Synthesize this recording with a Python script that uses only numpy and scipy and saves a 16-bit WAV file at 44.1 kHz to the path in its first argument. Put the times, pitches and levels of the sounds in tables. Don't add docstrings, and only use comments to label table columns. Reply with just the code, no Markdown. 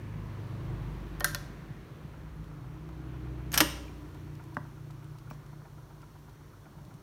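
import sys
import numpy as np
from scipy import signal
from scipy.fft import rfft, irfft
from scipy.io import wavfile
from scipy.ndimage import uniform_filter1d

SR = 44100
rng = np.random.default_rng(int(sys.argv[2]) if len(sys.argv) > 2 else 0)


def materialize(psi):
    bounded = np.clip(np.atleast_2d(psi).T, -1, 1)
    quanta = np.round(bounded * 32767).astype(np.int16)
    wavfile.write(sys.argv[1], SR, quanta)


def boost(x):
    u = np.asarray(x, float) / 20
    return 10 ** u


N = 309650
TIME = np.arange(N) / SR

# start in seconds, peak in dB, loudest band in Hz, rattle T60 in seconds,
# spectral tilt in dB per octave.
POWER_CONTACTS = [
    (1.199, -29, 13300, 0.004, 11),
    (1.2055, -26, 12000, 0.0095, -1),
    (1.207, -31, 1910, 0.07, -19),
    (1.2438, -12, 9300, 0.015, 4.5),
    (1.2445, -24, 1550, 0.04, -10),
    (1.258, -34, 1400, 0.26, 0),
    (1.3471, -17, 8350, 0.0056, 0),
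    (1.349, -28.5, 4100, 0.027, -3),
    (1.357, -43, 3800, .014, 5),
]
TRANSPORT_CONTACTS = [
    (3.518, -33.5, 6650, 0.024, 2),
    (3.528, -27, 12400, 0.011, 7),
    (3.533, -28, 4500, .058, -0.5),
    (3.540, -18.5, 8000, 0.051, 1),
    (3.554, -27, 6060, 0.063, 2),
    (3.561, -29, 1500, 0.082, -7),
    (3.5758, -11.5, 6300, 0.039, 2.5),
    (3.581, -17, 11500, 0.041, -1),
    (3.6038, -6, 3200, .025, 1.5),
    (3.609, -14, 2050, 0.044, -.4),
]
# start in seconds, peak in dB,
# loudest band in Hz, rattle T60 in seconds.
TICKS = [(2.442, -50, 3060, 0.018), (2.889, -52, 5900, .015), (4.145, -50, 3622, .03),
         (4.352, -47, 4990, .015), (4.439, -50, 9300, .015), (4.545, -46.5, 4950, 0.033),
         (4.568, -46, 5500, 0.024), (4.907, -46.5, 4500, .02), (5.043, -50.5, 9500, .02),
         (5.185, -46, 4960, .02), (5.301, -48, 15300, .04), (5.3105, -52, 5800, .04),
         (5.33, -54, 6000, .12), (5.463, -51, 5950, 0.016), (6.017, -50, 5250, .021),
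         (6.295, -52, 4380, .02), (6.850, -49.5, 4000, .017), (6.9395, -49.5, 9000, 0.022)]
PINGS = [
    (5.300, -46, 2440, .027),
    (5.3096, -44, 2440, .03),
]
# frequency in Hz, level in dB.
POWER_COLOUR = [(180, -50), (400, -30), (1040, -17), (1450, -3), (1900, -11), (2520, -13), (3300, -10),
                (4300, -9), (4900, -11), (5750, -9.5), (8090, -20), (9880, -15.5), (14500, -16),
                (16500, -39.5)]
TRANSPORT_COLOUR = [(120, -30), (250, -4), (430, -13.5), (750, -2.5), (1250, -5), (1650, 1), (2050, -5),
                    (2800, -5), (4000, -10), (5600, -7), (7680, -16.5), (8900, -10), (10300, -20),
                    (11700, -9.5), (16500, -24)]
# frequency in Hz, level in dB, T60 in seconds.
PANEL_MODES = [(612, -14, 0.1), (710, -4, 0.051), (980, -20, .05), (1400, -25, 0.054), (1900, -11, 0.024),
               (2040, -29, 0.032), (4330, -14, 0.13), (5700, -17, .05)]
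CHASSIS_MODES = [(580, 13.5, 0.23), (920, -12, .06), (1256, -4, 0.14), (2810, -25, 0.24), (5300, -19, .06)]
CAPSTAN_MODES = [(711, -3, 0.03), (954, -0.5, 0.04), (998, -3, 0.039), (1384, -1.5, 0.018),
                 (2390, -13, 0.011)]
CASE_MODES = [(187, -16, 0.18), (238, -13, 0.13), (294.4, -1, 0.19), (316, 1.5, .14), (307, -15, 0.49),
              (370, -13.5, 0.19), (452, -10, 0.14), (581, -8.5, .2)]
LEVER_MODES = [(174, -15.5, 0.18), (254, -9.5, 0.087), (397, -12.5, 0.016), (600, -14.5, 0.1),
               (705, -12, 0.036), (903, -11, 0.047), (1000, -17.5, 0.17), (1120, 3.5, 0.012),
               (1604, 4, 0.012), (1954, -4, 0.015), (2780, -15, .012)]
# start in seconds, peak in dB, frequency in Hz, T60 in seconds.
POWER_RINGS = [(1.206, -37, 583, .16), (1.206, -34.5, 1027, 0.074), (1.206, -39, 1330, .03),
               (1.206, -33.5, 1840, 0.092), (1.213, -43, 3140, .04), (1.2442, -14.5, 1570, 0.041),
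               (1.2442, -22, 1950, 0.038), (1.246, -26, 1300, 0.046), (1.248, -31.5, 1804, 0.15),
               (1.248, -38, 587, 0.18), (1.25, -38, 1000, .07), (1.2438, -30, 5810, .04),
               (1.246, -45, 5600, .3), (1.245, -40.5, 4280, .15), (1.245, -47, 6800, .2),
               (1.244, -39, 9450, .025), (1.244, -33.5, 9750, 0.11), (1.271, -37, 1300, .08),
               (1.276, -50, 1450, .12), (1.348, -41, 580, .14), (1.348, -38, 1028, 0.065),
               (1.348, -37, 1410, .05), (1.348, -34, 1830, 0.065), (1.349, -45, 3440, .12)]
TRANSPORT_RINGS = [(3.518, -43, 6500, .04), (3.5405, -24, 8400, .03), (3.5405, -31, 3063, .03),
                   (3.541, -32, 1435, 0.054), (3.541, -31, 2400, 0.033), (3.557, -37, 1330, .08),
                   (3.555, -41, 6550, .07), (3.5762, -16, 5520, .015), (3.5762, -21.5, 3050, 0.032),
                   (3.5765, -22, 1620, 0.042), (3.5762, -19, 11440, .025), (3.5762, -29, 12100, .015),
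                   (3.581, -27, 5260, .04), (3.581, -25, 5860, .04), (3.6042, -8.5, 1700, 0.0084),
                   (3.6042, -5, 2670, 0.0088), (3.6042, -10, 1350, 0.016), (3.605, -24, 5286, .02),
                   (3.607, -25, 637, .05), (3.608, -35, 563.6, 0.3), (3.61, -31, 960, .14),
                   (3.61, -42, 1050, 0.34), (3.61, -38.5, 1220, 0.38), (3.61, -39, 2850, 0.41),
                   (3.61, -30, 3070, .1), (3.61, -46, 5240, 0.22), (3.61, -36, 8800, 0.22),
                   (3.612, -38, 1850, .12)]
SMALL_RINGS = [(3.8815, -42, 2390, 0.022), (4.601, -52, 1950, .03), (5.272, -48, 1400, .04),
               (5.3005, -52, 15600, .05), (5.3105, -49, 5540, 0.012), (5.3105, -35, 600, 0.037),
               (5.318, -59, 5700, 0.027)]
# start in seconds, peak in dB, push length in seconds.
SOLENOID_THUMP = [(3.6045, -19, 0.0015)]
LEVER_KNOCKS = [
    (4.5681, -19, 0.00039),
    (5.2735, -55, 0.0007),
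    (5.3103, -35, 0.00083),
    (5.618, -47, .0006),
    (6.164, -49, 0.00066),
]
# frequency in Hz, T60 in seconds.
ROOM_T60 = [(200, 1), (1000, 0.5), (3000, 0.62), (8000, 0.52), (15000, 0.3)]
# start in seconds, peak in dB, frequency in Hz.
BUMPS = [(1.705, -33, 131), (1.915, -45, 108), (2.048, -38, 151), (2.43, -38, 140), (5.968, -49, 165),
         (6.765, -41.5, 151), (6.814, -44, 158), (6.878, -45, 168), (6.946, -43, 157)]
# harmonic number, level in dB.
MOTOR_HARMONICS = [(1, -55.5), (2, -64.5), (3, -56)]
# time in seconds, level in dB.
MOTOR_NEARNESS = [(1.4, -22), (1.7, -15), (2.1, -1), (2.4, 6.5), (2.7, 4.5), (3.0, -4), (3.3, 4.5), (4, -5),
                  (5.2, -2), (7.1, -7.5)]
# engine cycle rate in Hz, speed in m/s, nearest distance in metres, passing time in seconds.
LORRY_A = (25.25, 13.2, 14, 0.799)
LORRY_B = (30.6, 16, 11.6, 3.56)
# order number,
# swell centre in seconds, peak in dB, half-width in seconds.
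ORDERS_A = [(2, 0.24, -41.5, 0.19), (2, 0.91, -39, 0.37), (4, 0.45, -40, 0.61), (4, 1.265, -42, 0.32),
            (4, 1.63, -62, .15), (5, 0.65, -41, 0.28), (5, 1.35, -46, 0.19), (5, 1.66, -52.5, 0.059),
            (6, 0.22, -43.5, 0.14), (6, 0.84, -41, 0.28), (6, 1.33, -38.5, 0.32), (6, 1.63, -46, 0.42),
            (3, 0.51, -56, .6), (7, 0.66, -50.5, 0.45), (9, 0.36, -55.5, 0.8), (12, 0.54, -59.5, 0.33),
            (13, 0.88, -63, 0.9), (14, 0.84, -56, 0.33)]
ORDERS_B = [(2, 2.32, -45, 0.22), (2, 3.44, -41, 0.6), (2, 4.6, -52, 0.31), (4, 2.7, -43, 0.14),
            (4, 3.29, -40, 0.48), (4, 4.33, -47, 1.12), (4, 6.4, -61, 0.3), (5, 2.4, -45, 0.15),
            (5, 2.85, -49.5, 0.29), (5, 3.6, -40.5, 0.16), (5, 4.57, -47.5, 1.18), (5, 7.1, -65, 0.38),
            (10, 3.4, -47.5, 0.49), (10, 3.93, -48.5, 0.41), (3, 4.18, -51, 0.49), (6, 5.2, -84, 0.72),
            (9, 2.7, -57.5, 0.29), (11, 4.37, -59.5, 0.92), (13, 4.4, -67, 1.4)]
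# frequency in Hz, lift in dB.
LIFT_A = [(80, 9), (300, 11), (1100, 5), (3500, 15), (9000, 0.5)]
LIFT_B = [(80, -6), (300, 11.5), (1100, 0.5), (3500, 12.5), (9000, -5.5)]
# frequency in Hz, level in dB.
ROAD_COLOUR = [(15, -40), (25, -9), (48, -5.5), (142, 1.5), (168, -3.5), (194, -5), (242, -10.5),
               (308, -5.5), (487, -15.5), (868, -20), (980, -16.5), (2020, -25.5), (4940, -41), (6130, -52),
               (8000, -50.5), (10400, -68), (17600, -120)]
HISS_COLOUR = [(1760, -14), (3000, 1), (4050, 0.5), (4410, 2.5), (4870, -6.5), (5270, 0), (5910, 1.5),
               (7690, -6), (9060, -4), (12300, -6), (15100, -1.5), (16200, -13), (16500, -39)]


def on_log_axis(table, hz):
    f, v = np.transpose(table)
    return np.interp(np.log(np.maximum(hz, 1)), np.log(f), v)


def shaped(x, gain_of_hz):
    return irfft(rfft(x) * gain_of_hz(np.fft.rfftfreq(len(x), 1 / SR)), len(x))


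def band_window(f, hz, per_octave):
    return np.cos(np.pi / 2 * np.clip(per_octave * np.log2(f / hz + 1e-9), -1, 1))


def unit(x):
    return x / np.sqrt(np.mean(x ** 2))


def walk(rate):
    hold = int(SR / rate)
    steps = np.repeat(rng.standard_normal(N // hold + 1), hold)
    return 1.42 * uniform_filter1d(uniform_filter1d(steps, hold), hold)[:N]


def add(out, s, piece):
    i = int(s * SR)
    out[i:i + len(piece)] += piece[:N - i]


def deck():
    power = contacts(POWER_CONTACTS, POWER_COLOUR, lift_db=6)
    power = power + boost(-32.0) * ring(power, PANEL_MODES) + rings(POWER_RINGS)
    transport = contacts(TRANSPORT_CONTACTS, TRANSPORT_COLOUR, lift_db=4)
    transport = transport + boost(-71) * ring(transport, CHASSIS_MODES) + rings(TRANSPORT_RINGS)
    tick_colour = [(1000, -12), (3000, 0), (13000, -9), (16000, -12)]  # (Hz, dB)
    ticks = contacts(TICKS, tick_colour, lift_db=6) + contacts(PINGS, tick_colour, lift_db=28)
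    case = knocks(SOLENOID_THUMP, CASE_MODES, scatter_db=0, detune=0)
    running = boost(-3.5) * ticks + case + capstan()
    lever = knocks(LEVER_KNOCKS, LEVER_MODES, scatter_db=.5, detune=.005) + rings(SMALL_RINGS)
    return room([power, transport, running, lever], [-14.5, -13.0, -14.5, -17.5])


def contacts(events, colour, lift_db, rise_s=.00035):
    out, t, f = np.zeros(N), TIME[:4096], np.fft.rfftfreq(4096, 1 / SR)
    lead = 256
    band_share = .12
    rise = 1 - np.exp(-t / rise_s)
    for s, db, hz, t60, *tilt_db in events:
        envelope = rise * boost(-60 * t / max(t60, .003))
        burst = rfft(np.roll(rng.standard_normal(4096) * envelope, lead))
        burst /= np.sqrt(uniform_filter1d(np.abs(burst) ** 2, size=20))
        colour_db = on_log_axis(colour, f)
        colour_db = colour_db + sum(tilt_db) * np.log2(f / 3000 + 0.097)
        colour_db = colour_db + lift_db / (1 + ((f - hz) / (band_share * hz)) ** 2)
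        rattle = irfft(burst * boost(colour_db))[lead:] * rise[:-lead]
        size = np.sqrt(np.sum(envelope ** 2) / np.sum(rattle ** 2)) / envelope.max()
        add(out, s, rattle * size * boost(db) / 2)
    return out


def ring(push, modes):
    out = 0
    for k, (hz, db, t60) in enumerate(modes):
        pole = np.exp(2j * np.pi * hz / SR - np.log(1000) / (t60 * SR))
        out = out + (-1) ** k * boost(db) * signal.lfilter([1], [1, -pole], push).imag
    return out


def rings(events, rise_cycles=1.4):
    out, t = np.zeros(N), TIME[:16384]
    for s, db, hz, t60 in events:
        envelope = boost(db - 60 * t / t60) * (1 - np.exp(-t * hz / rise_cycles))
        add(out, s, envelope * np.sin(2 * np.pi * hz * t))
    return out


def knocks(events, modes, scatter_db, detune):
    out, t = np.zeros(N), TIME[:16384]
    for s, db, push_s in events:
        push = np.sin(np.pi * np.minimum(t / push_s, 1)) ** 2
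        chance = rng.standard_normal((len(modes), 2))
        struck = [(hz * (1 + detune * a), level + scatter_db * b, t60)
                  for (hz, level, t60), (a, b) in zip(modes, chance)]
        rung = ring(push, struck)
        add(out, s, rung * boost(db) / np.abs(rung).max())
    return out


def capstan(rub_s=0.02, scatter_db=2.4, settle_s=0.64):
    start_s, turn_s = 1.6315, .12557
    out, t, spot = np.zeros(N), TIME[:4096], rng.standard_normal(4096)
    for s in np.arange(start_s, N / SR, turn_s):
        chance = rng.standard_normal(4096)
        grain = spot + 1.1 * chance
        force = grain * (t / rub_s) ** 0.34 * np.maximum(1 - t / rub_s, 0) ** 1.3
        level_db = scatter_db * chance[-1] - 3.7 * np.exp((start_s - s) / settle_s)
        add(out, s, unit(ring(force, CAPSTAN_MODES)) * boost(level_db))
    return boost(-68) * unit(out)


def room(parts, wet_db, gap_s=0.0041):
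    t, tail = TIME[:32768], 0
    for hz in 180 * 2. ** np.arange(7):
        band = shaped(rng.standard_normal(len(t)), lambda f: band_window(f, hz, 1))
        tail = tail + band * boost(-60 * t / on_log_axis(ROOM_T60, hz))
    tail *= 1 - np.exp(-(t / gap_s) ** 2)
    send = sum(boost(db) * x for x, db in zip(parts, wet_db))
    return sum(parts) + signal.fftconvolve(send, tail / np.sqrt(np.sum(tail ** 2)))[:N]


def motor(mains_hz=50.25):
    hum = 0
    for k, db in MOTOR_HARMONICS:
        hum = hum + boost(db) * np.sin(2 * np.pi * (round(k) * mains_hz * TIME + rng.random()))
    return np.sqrt(2) * hum * boost(np.interp(TIME, *np.transpose(MOTOR_NEARNESS)))


def bumps():
    out, t = np.zeros(N), TIME[:4096]
    envelope = (1 - np.exp(-t / 0.0022)) * boost(-60 * t / 0.061)
    for s, db, hz in BUMPS:
        add(out, s, -boost(db + 7.5) * np.sin(2 * np.pi * hz * t) * envelope)
    return out


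def drone(lorry, swells):
    turned = np.cumsum(1 + .0015 * walk(6)) / SR
    cycles = lorry[0] * (turned - distance(lorry) / 343)
    out = 0
    for order in dict.fromkeys(round(row[0]) for row in swells):
        mine = [row for row in swells if round(row[0]) == order]
        size = 0
        for k, (_, s, db, width) in enumerate(mine):
            size = size + (-1) ** k * boost(db) / (1 + ((TIME - s) / width) ** 2)
        waver_db = .8 * walk(9)
        out = out + size * boost(waver_db) * np.sin(2 * np.pi * (order * cycles + rng.random()))
    return np.sqrt(2) * out


def distance(lorry):
    _, speed, nearest, passes = lorry
    return np.hypot(speed * (TIME - passes), nearest)


def traffic_db(hz):
    fall_off = 3.86
    power = 1
    for lorry, lift in [(LORRY_A, LIFT_A), (LORRY_B, LIFT_B)]:
        power = power + boost(on_log_axis(lift, hz)) ** 2 * (lorry[2] / distance(lorry)) ** fall_off
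    return 10 * np.log10(power)


def road(flicker_db=1.1):
    out = 0
    for hz in 30 * 2 ** np.arange(0, 8.1, .5):
        band = shaped(rng.standard_normal(N),
                      lambda f: boost(on_log_axis(ROAD_COLOUR, f)) * band_window(f, hz, 2))
        lift_db = traffic_db(hz)
        out = out + band * boost(lift_db - lift_db.mean() + flicker_db * walk(6))
    return boost(-47.5) * unit(out)


def hiss():
    noise = shaped(rng.standard_normal(N),
                   lambda f: boost(on_log_axis(HISS_COLOUR, f)) * np.minimum(f / 3000, 1) ** 2)
    running = TIME - 3.6
    surge_db = 3 * np.exp(-np.abs(running) / 0.26)
    tape_db = (running > 0) * (2.15 + surge_db)
    return unit(noise) * boost(-71.5 + tape_db + traffic_db(9000))


def scene():
    indoors = deck() + motor() + bumps() + hiss()
    street = drone(LORRY_A, ORDERS_A) + drone(LORRY_B, ORDERS_B) + road()
    return (indoors + street)[None]


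def top_cut(x):
    return signal.sosfilt(signal.butter(12, 16990, fs=SR, output="sos"), x)


def record(dry):
    x = signal.sosfilt(signal.butter(3, 38., "high", fs=SR, output="sos"), dry)
    x = signal.sosfilt(signal.ellip(10, .2, 80, 16650, fs=SR, output="sos"), x)
    return top_cut(x)


dry = scene()
out = record(dry)
materialize(out)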